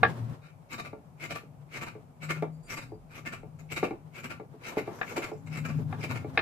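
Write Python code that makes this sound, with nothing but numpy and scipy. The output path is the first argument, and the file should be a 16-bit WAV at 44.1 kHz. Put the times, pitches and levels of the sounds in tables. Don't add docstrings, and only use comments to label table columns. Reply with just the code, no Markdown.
import sys
import numpy as np
from scipy import signal
from scipy.fft import rfft, irfft, next_fast_len
from scipy.io import wavfile

SR = 44100
rng = np.random.default_rng(int(sys.argv[2]) if len(sys.argv) > 2 else 0)


def unload_wav(signal):
    wavfile.write(
        sys.argv[1],
        SR,
        np.round(np.clip(np.atleast_2d(signal).T, -1, 1) * 32767).astype(np.int16),
    )


N = 282681
TIME = np.arange(N) / SR
FFT_SIZE = next_fast_len(N + SR // 4, real=True)
FFT_HZ = np.fft.rfftfreq(FFT_SIZE, 1 / SR)


def from_db(db):
    return np.exp(np.asarray(db) * np.log(10) / 20)


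def rms_one(x):
    return x / np.sqrt(np.mean(x ** 2) + 1e-20)


def at_hz(points, hz):
    table_hz, values = np.array(points).T
    return np.interp(np.log(hz + 1e-6), np.log(table_hz), values)


def noise():
    return rng.standard_normal((2, N))


def drift(rate):
    knots = rng.standard_normal(int(N / SR * rate) + 2)
    return np.interp(TIME * rate, np.arange(len(knots)), knots)


def colour(x, spectrum):
    gain = rms_one(from_db(at_hz(spectrum, FFT_HZ)))
    return irfft(rfft(x, FFT_SIZE) * gain, FFT_SIZE)[..., :N]


def butter(x, hz, kind, order=2):
    return signal.sosfilt(signal.butter(order, hz, kind, fs=SR, output="sos"), x)


def resonate(x, modes):
    out = 0
    for k, (hz, width_hz, level_db) in enumerate(modes):
        r = np.exp(-np.pi * width_hz / SR)
        gain = (-1) ** k * from_db(level_db) * (1 - r * r) / 2
        poles = [1, -2 * r * np.cos(2 * np.pi * hz / SR), r * r]
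        out = out + gain * signal.lfilter([1, 0, -1], poles, x + 1e-18)
    return out


def chime(x, modes):
    out = 0
    for k, (hz, level_db, t60_s) in enumerate(modes):
        r, w = from_db(-60 / (t60_s * SR)), 2 * np.pi * hz / SR
        ring = signal.lfilter([0, np.sin(w)], [1, -2 * r * np.cos(w), r * r], x + 1e-18)
        out = out + (-1) ** k * from_db(level_db) * ring
    return out


def octaves_off(hz, favoured_hz):
    return min(abs(np.log2(hz / favoured_hz)), 1)


def contact(chatter_s, chatter_db):
    t = TIME[:SR // 2]
    decay = np.exp(-t / chatter_s) / np.sqrt(chatter_s * SR / 2)
    burst = from_db(chatter_db) * rng.standard_normal((2, len(t))) * decay
    burst[0, 0] += 1
    return burst


def add(track, s, sound):
    start = max(int(s * SR), 0)
    track[..., start:start + sound.shape[-1]] += sound[..., :track.shape[-1] - start]


def swell(s, rise_s, fall_s, level_db, rise_shape=2.15, fall_shape=1.82):
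    power = np.zeros(N)
    near = slice(*np.searchsorted(TIME, [s - 5 * rise_s, s + 6 * fall_s]))
    t = TIME[near] - s
    before, after = np.abs(t / rise_s) ** rise_shape, np.abs(t / fall_s) ** fall_shape
    power[near] = from_db(level_db) ** 2 * np.exp(-np.where(t < 0, before, after))
    return power


def spell(start_s, end_s, attack_s=0.12, release_s=0.032):
    early, late = np.minimum(TIME - start_s, 0), np.maximum(TIME - end_s, 0)
    return np.exp(early / attack_s - late / release_s)


def room(x, t60, wet_db, delay_s=0.0031):
    t = TIME[:SR // 2]
    tail = rng.standard_normal((2, len(t))) * from_db(-60 * t / t60) * (t > delay_s)
    tail /= np.sqrt(np.sum(tail ** 2, axis=1, keepdims=True))
    return x + from_db(wet_db) * signal.fftconvolve(x, tail, axes=1)[:, :N]


# pitch_hz, level_db
AIR_SPECTRUM = [(15, -51), (25, -38.5), (49, -9), (119, -10.5), (148, 8), (215, -20.5), (378, -17),
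                (804, -12.5), (1850, -37), (2300, -31.5), (3530, -42.5), (7700, -40), (14300, -43.5),
                (15500, -71.5)]


def room_air(level_db=-55.5):
    return from_db(level_db) * colour(noise(), AIR_SPECTRUM)


# pitch_hz, level_db
RUMBLE_SPECTRUM = [(10, -84.5), (30, -39), (45, -17.5), (75, -8), (100, 7), (125, 7), (160, 6.5), (195, -5),
                   (260, 0.5), (450, -51.5)]
# start_s, end_s, rumble_db, rustle_db
HANDLING_SPELLS = [(-.05, 0.333, -39, -48.5), (4.748, 5.278, -56, -49.5), (5.575, 5.824, -35.5, -52),
                   (5.92, 6.45, -39.5, -50)]
# middle_s, first_earlier_by_s, last_later_by_s, first_ease_in_s, first_db, middle_db, last_db, hiss_db
HAND_TWISTS = [(0.798, 0.058, 0.063, 0.019, -39.5, -38, -44.5, -4.5),
               (1.317, 0.068, 0.045, 0.028, -41.5, -37, -40.5, -5.5),
               (1.829, 0.051, 0.049, 0.034, -42, -35.5, -42, -5),
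               (2.309, .063, 0.062, 0.016, -42.5, -31.5, -43, -3.5),
               (2.784, 0.048, 0.041, 0.029, -40, -37, -48, -1),
               (3.274, 0.09, .06, .024, -47.5, -35, -39, -2.5),
               (3.779, 0.055, 0.065, 0.01, -41.5, -35, -37.5, -2.5),
               (4.253, 0.056, .058, 0.033, -46.5, -35.5, -38, -3),
               (4.786, 0.092, 0.073, 0.037, -41, -35, -60, -6.5),
               (5.175, 0.059, 0.061, 0.031, -43, -34, -37.5, -2.5),
               (5.66, 0.079, 0.038, 0.039, -41.5, -37, -40, -3.5),
               (6.114, 0.075, 0.047, 0.0074, -39, -34, -39, -5)]


def rumble(rest_db=-59, twist_db=-49.5, twist_rise_s=0.053, twist_fall_s=0.19, lumpy_db=4.0):
    twisting = sum(swell(s, twist_rise_s, twist_fall_s, twist_db) for s, *_ in HAND_TWISTS)
    handling = sum((from_db(db) * spell(start, end)) ** 2 for start, end, db, _ in HANDLING_SPELLS)
    lumps = rms_one(from_db(lumpy_db * np.tanh(drift(35))))
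    gain = np.sqrt(from_db(rest_db) ** 2 + twisting + handling) * lumps
    return gain * colour(noise(), RUMBLE_SPECTRUM)


# pitch_hz, level_db
RUSTLE_SPECTRUM = [(150, -23), (250, -7), (500, -8), (1000, -10.5), (2500, -26), (4000, -30.5),
                   (15000, -43.5)]


def rustle(rest_db=-68.5, uneven_db=-4.0):
    handling = sum((from_db(db) * spell(start, end)) ** 2 for start, end, _, db in HANDLING_SPELLS)
    gain = np.sqrt(from_db(rest_db) ** 2 + handling) * from_db(uneven_db * drift(40))
    return gain * colour(noise(), RUSTLE_SPECTRUM)


# start_s, level_db (relative), favoured_hz by the point of contact,
# contact_lowpass_hz, damping (by the hands, a factor)
CLACK_BLOWS = [(0.031, -2.5, 1400, 1980, 1.02), (4.988, -37, 1450, 2010, 1.5),
               (5.013, -14, 1910, 2000, 1.45), (5.926, -24, 940, 1520, 0.93), (6.3746, -6, 2670, 5100, 1.5)]
# pitch_hz, level_db, t60_s (before hand damping)
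IRON_MODES = [(458, -14.5, 0.12), (533, -20.5, 0.065), (667, -8.5, 0.029), (773, 0, 0.03),
              (872, -15, 0.095), (1154, -7.5, 0.1), (1250, -21.5, 0.14), (1390, -9, 0.044),
              (1643, -10.5, 0.1), (1730, -8, 0.071), (1820, -10, 0.0602), (2104, -6, .035),
              (2460, -5.5, 0.042), (2610, -13, 0.059), (2762, -17.5, 0.047), (3160, -26.5, 0.032),
              (3730, -9.5, 0.031), (4220, -23, 0.036)]


def clacks(ring_db=0, crack_db=5, focus_db=9, bounce_db=-9, bounce_s=0.016):
    out = np.zeros((2, N))
    for s, level_db, favoured_hz, contact_hz, damping in CLACK_BLOWS:
        modes = [(hz, mode_db - focus_db * octaves_off(hz, favoured_hz), t60_s / damping)
                 for hz, mode_db, t60_s in IRON_MODES]
        ring = chime(contact(chatter_s=0.002, chatter_db=-6), modes)
        bounce = chime(contact(chatter_s=0.0079, chatter_db=-1.5), modes)
        add(ring, bounce_s, from_db(bounce_db) * bounce)
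        crack = contact(chatter_s=0.025, chatter_db=14.0)
        crack = butter(butter(crack, 230, "high"), 2000, "low")
        sound = from_db(ring_db) * ring + from_db(crack_db) * crack
        add(out, s, from_db(level_db) * butter(sound, contact_hz, "low", order=1))
    return room(butter(out, 5300, "low", order=8), t60=0.2, wet_db=-24.5)


# peak_s, rise_s, fall_s, level_db (before throbbing), pitch_hz (before wavering)
HUMS = [(0.229, 0.097, 0.046, -36.5, 116.2), (2.37, 0.1, 0.15, -38, 155.5),
        (3.59, 0.063, 0.23, -47.5, 155.5), (5.76, 0.16, 0.14, -35.5, 154.9),
        (6.12, 0.076, 0.092, -39.5, 124.6)]


def hum(waver_hz=2.2, throb_share=0.38, throb_rate=30):
    wander = waver_hz * drift(5.3)
    tone = 0
    for s, rise_s, fall_s, level_db, pitch_hz in HUMS:
        phase = 2 * np.pi * np.cumsum(pitch_hz + wander) / SR
        tone = tone + np.sqrt(2 * swell(s, rise_s, fall_s, level_db)) * np.sin(phase)
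    throb = 1 + throb_share * np.tanh(drift(throb_rate))
    return tone * throb * [[1], [0]]


# peak_s, rise_s, fall_s, rasp_db, hiss_db (relative to rasp)
LIGHT_BRUSHES = [(0.448, 0.019, 0.037, -57.5, -17), (3.128, 0.019, 0.022, -55.5, -12),
                 (3.597, 0.0056, 0.015, -55, -7), (4.97, 0.049, 0.24, -72, 11.5),
                 (5.475, 0.0074, 0.0094, -51.5, -10), (5.785, 0.029, 0.011, -58.5, -6.5),
                 (6.009, 0.0024, 0.01, -50, -2)]
FIRST_FALL_S, FIRST_HISS_DB = 0.011, -5.5
MIDDLE_RISE_S, MIDDLE_FALL_S, MIDDLE_HISS_DB = 0.011, 0.0097, -11.5
LAST_RISE_S, LAST_FALL_S, LAST_HISS_DB = 0.0096, 0.014, -14.5
SING_LEAD_SHARE, SING_RISE_S, SING_FALL_S, SING_DB = 1.0, 0.013, 0.016, -5


def pressure():
    passes, first_touch = list(LIGHT_BRUSHES), 0
    for s, lead_s, lag_s, ease_s, first_db, middle_db, last_db, hiss_db in HAND_TWISTS:
        passes += [(s - lead_s, ease_s, FIRST_FALL_S, first_db, hiss_db + FIRST_HISS_DB),
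                   (s, MIDDLE_RISE_S, MIDDLE_FALL_S, middle_db, hiss_db + MIDDLE_HISS_DB),
                   (s + lag_s, LAST_RISE_S, LAST_FALL_S, last_db, hiss_db + LAST_HISS_DB)]
        sing_s = s - lead_s - SING_LEAD_SHARE * ease_s
        first_touch = first_touch + swell(sing_s, SING_RISE_S, SING_FALL_S, first_db + SING_DB)
    force = sum(swell(s, rise, fall, db) for s, rise, fall, db, _ in passes)
    bite = sum(swell(s, rise, fall, db + hiss_db) for s, rise, fall, db, hiss_db in passes)
    return force, bite, first_touch


def tearing(per_s, spread_db, smooth_db):
    sizes = from_db(spread_db * np.minimum(rng.exponential(1, N), 3))
    clicks = sizes * (rng.random(N) < per_s / SR)
    return rms_one(rms_one(clicks * noise()) + from_db(smooth_db) * noise())


def patchy(x, patch_db, count=14):
    edges = np.geomspace(2500, 16500, count + 1)
    sources = x * rng.choice([-1, 1], (2, N))
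    bands = [butter(sources[k % 2], band, "band") for k, band in enumerate(zip(edges, edges[1:]))]
    return rms_one(sum(band * from_db(patch_db * drift(45)) for band in bands))


# pitch_hz, width_hz (before hand damping), level_db
BODY_MODES = [(658, 197, 5), (898, 49, 6), (1165, 28.6, 13.5), (1393, 31, 10.5), (1630, 41, 0.5),
              (1777, 32, 6), (2135, 110, 9), (2350, 83, 10), (2664, 31, 4.5), (2880, 49, -1),
              (3776, 200, -2), (4276, 330, -16.5)]
# pitch_hz, width_hz, level_db
BLADE_MODES = [(2240, 87, 3), (2360, 37, 0.5), (2586, 85, -6.5)]
# pitch_hz, level_db
RASP_SPECTRUM = [(120, -3.5), (250, 9), (450, 3), (900, -7), (1400, 5.5), (1900, -4), (2500, 3.5),
                 (3000, -12.5), (3500, -112.5), (6000, -145)]
# pitch_hz, level_db
HISS_SPECTRUM = [(2000, -61), (3300, -22), (4000, -4), (5000, 10), (6400, 9), (7700, 13), (9000, -6),
                 (12000, 8), (14000, -2), (15500, -3)]


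def scraping(ring_db=-3.0, rasp_db=-2.5, hiss_db=-2.5, catch_db=1.5, wander_db=11.0):
    force, bite, first_touch = pressure()
    catches = from_db(catch_db * drift(250))
    snaps = rms_one(tearing(per_s=3100, spread_db=2.5, smooth_db=-3.5) * catches)
    drive = snaps * np.sqrt(force)
    ring = sum(resonate(drive, [mode]) * from_db(wander_db * np.tanh(drift(22))) for mode in BODY_MODES)
    ring = rms_one(ring) * np.std(drive)
    caught = snaps * np.sqrt(first_touch)
    sing = rms_one(resonate(caught, BLADE_MODES)) * np.std(caught)
    hiss = colour(patchy(snaps, patch_db=6.0) * np.sqrt(bite), HISS_SPECTRUM)
    rasp = colour(drive, RASP_SPECTRUM)
    close = from_db(ring_db) * ring + sing + from_db(rasp_db) * rasp + from_db(hiss_db) * hiss
    return room(close, t60=0.24, wet_db=-6)


# start_s, level_db (relative), brightness_db, favoured_hz by the contact point
KNOCK_BLOWS = [(0.93, -29, -8.5, 480), (1.433, -40, -17, 416), (1.95, -33.5, -9, 435),
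               (2.424, -16, -8, 830), (2.919, -32, -24, 455), (3.431, -32.5, -12, 470),
               (3.829, -13.5, -3.5, 420), (3.908, -21, -8, 302), (4.398, -27.5, -9, 455),
               (4.539, -40.5, -20, 444), (4.77, -15.5, -25, 520), (4.876, -24.5, -6, 550),
               (5.176, -19.5, -15, 280), (5.316, -24.5, -13, 378), (5.787, -30.5, -30, 496),
               (6.036, -26.5, -24, 570), (6.244, -27.5, -8.5, 520)]
# pitch_hz, width_hz, level_db
STAND_MODES = [(283, 12, 9), (329.2, 40, 11), (433, 28, 11.5), (516, 260, -1.5), (680, 120, 6),
               (810, 33, 3.5), (896, 68, -2)]


def knocks(thud_db=29.5, ring_db=20, punch_db=28, rattle_db=21, hand_damping=1.2, focus_db=6,
           firm_db=-14, soft_share=0.51):
    out = np.zeros((2, N))
    damped = [(hz, width_hz * hand_damping, db) for hz, width_hz, db in BODY_MODES]
    for s, level_db, bright_db, favoured_hz in KNOCK_BLOWS:
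        blow = contact(chatter_s=0.018, chatter_db=-3.5)
        focused = [(hz, width_hz, mode_db - focus_db * octaves_off(hz, favoured_hz))
                   for hz, width_hz, mode_db in STAND_MODES]
        thud = resonate(blow, focused)
        soften_db = soft_share * min(level_db - firm_db, 0)
        punch = from_db(punch_db + soften_db) * contact(chatter_s=0.0016, chatter_db=-39.0)
        rattle = from_db(rattle_db) * contact(chatter_s=0.025, chatter_db=6.0)
        dull = butter(butter(punch + rattle, 790, "low", order=5), 201, "high", order=3)
        ring = butter(resonate(blow, damped), 1880, "low")
        sound = from_db(thud_db) * thud + dull + from_db(ring_db + bright_db) * ring
        add(out, s, from_db(level_db) * sound)
    return room(out, t60=0.19, wet_db=-7.5)


# start_s, level_db (relative)
BANGLE_TOUCHES = [(2.52, -89), (2.631, -80.5), (2.722, -72), (2.8, -86)]
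# pitch_hz, level_db, t60_s
BANGLE_MODES = [(4730, 7, 0.54), (7050, 6, 0.33), (7400, 7, 0.35), (8280, 8.5, 0.32), (10800, 3, 0.39)]


def bangle(flutter_db=4.0, ring_db=-4):
    touches = np.zeros((2, N))
    for s, level_db in BANGLE_TOUCHES:
        add(touches, s, from_db(level_db) * contact(chatter_s=0.027, chatter_db=12.0))
    return sum(chime(touches, [mode]) * from_db(ring_db + flutter_db * drift(90)) for mode in BANGLE_MODES)


def deep_drone(start_s=2.53, end_s=4, level_db=-62.5, pitch_hz=45, width_hz=14):
    drone = rms_one(resonate(noise(), [(pitch_hz, width_hz, 0)]))
    return from_db(level_db) * spell(start_s, end_s) * drone


# pitch_hz, likeness (1 alike, 0 unrelated; below 0 counts as 0)
STEREO_LIKENESS = [(50, 0.76), (400, 0.88), (1000, -0.31), (2300, 0), (4500, 0.19), (12000, -0.11)]
# pitch_hz, left_minus_right_db
STEREO_BALANCE = [(40, -9), (140, 8.5), (300, 0), (700, 1), (1300, 3), (2400, 2.5), (4500, 0),
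                  (12000, -4.5)]


def microphones(pair, left_lag_s=0.00007):
    alike = np.clip(at_hz(STEREO_LIKENESS, FFT_HZ), 0, 0.99)
    tilt = from_db(at_hz(STEREO_BALANCE, FFT_HZ) / 2)
    mid, side = rfft(pair, FFT_SIZE) * np.sqrt([(1 + alike) / 2, (1 - alike) / 2])
    left = (mid + side) * tilt * np.exp(-2j * np.pi * FFT_HZ * left_lag_s)
    right = (mid - side) / tilt
    return irfft([left, right], FFT_SIZE)[:, :N]


def scene():
    background = room_air() + rumble() + rustle()
    return microphones(background + clacks() + hum() + scraping() + knocks() + bangle() + deep_drone())


def record(dry, cutoff_hz=15400):
    return signal.sosfilt(signal.ellip(12, 0.1, 90, cutoff_hz, fs=SR, output="sos"), dry)


dry = scene()
out = record(dry)
unload_wav(out)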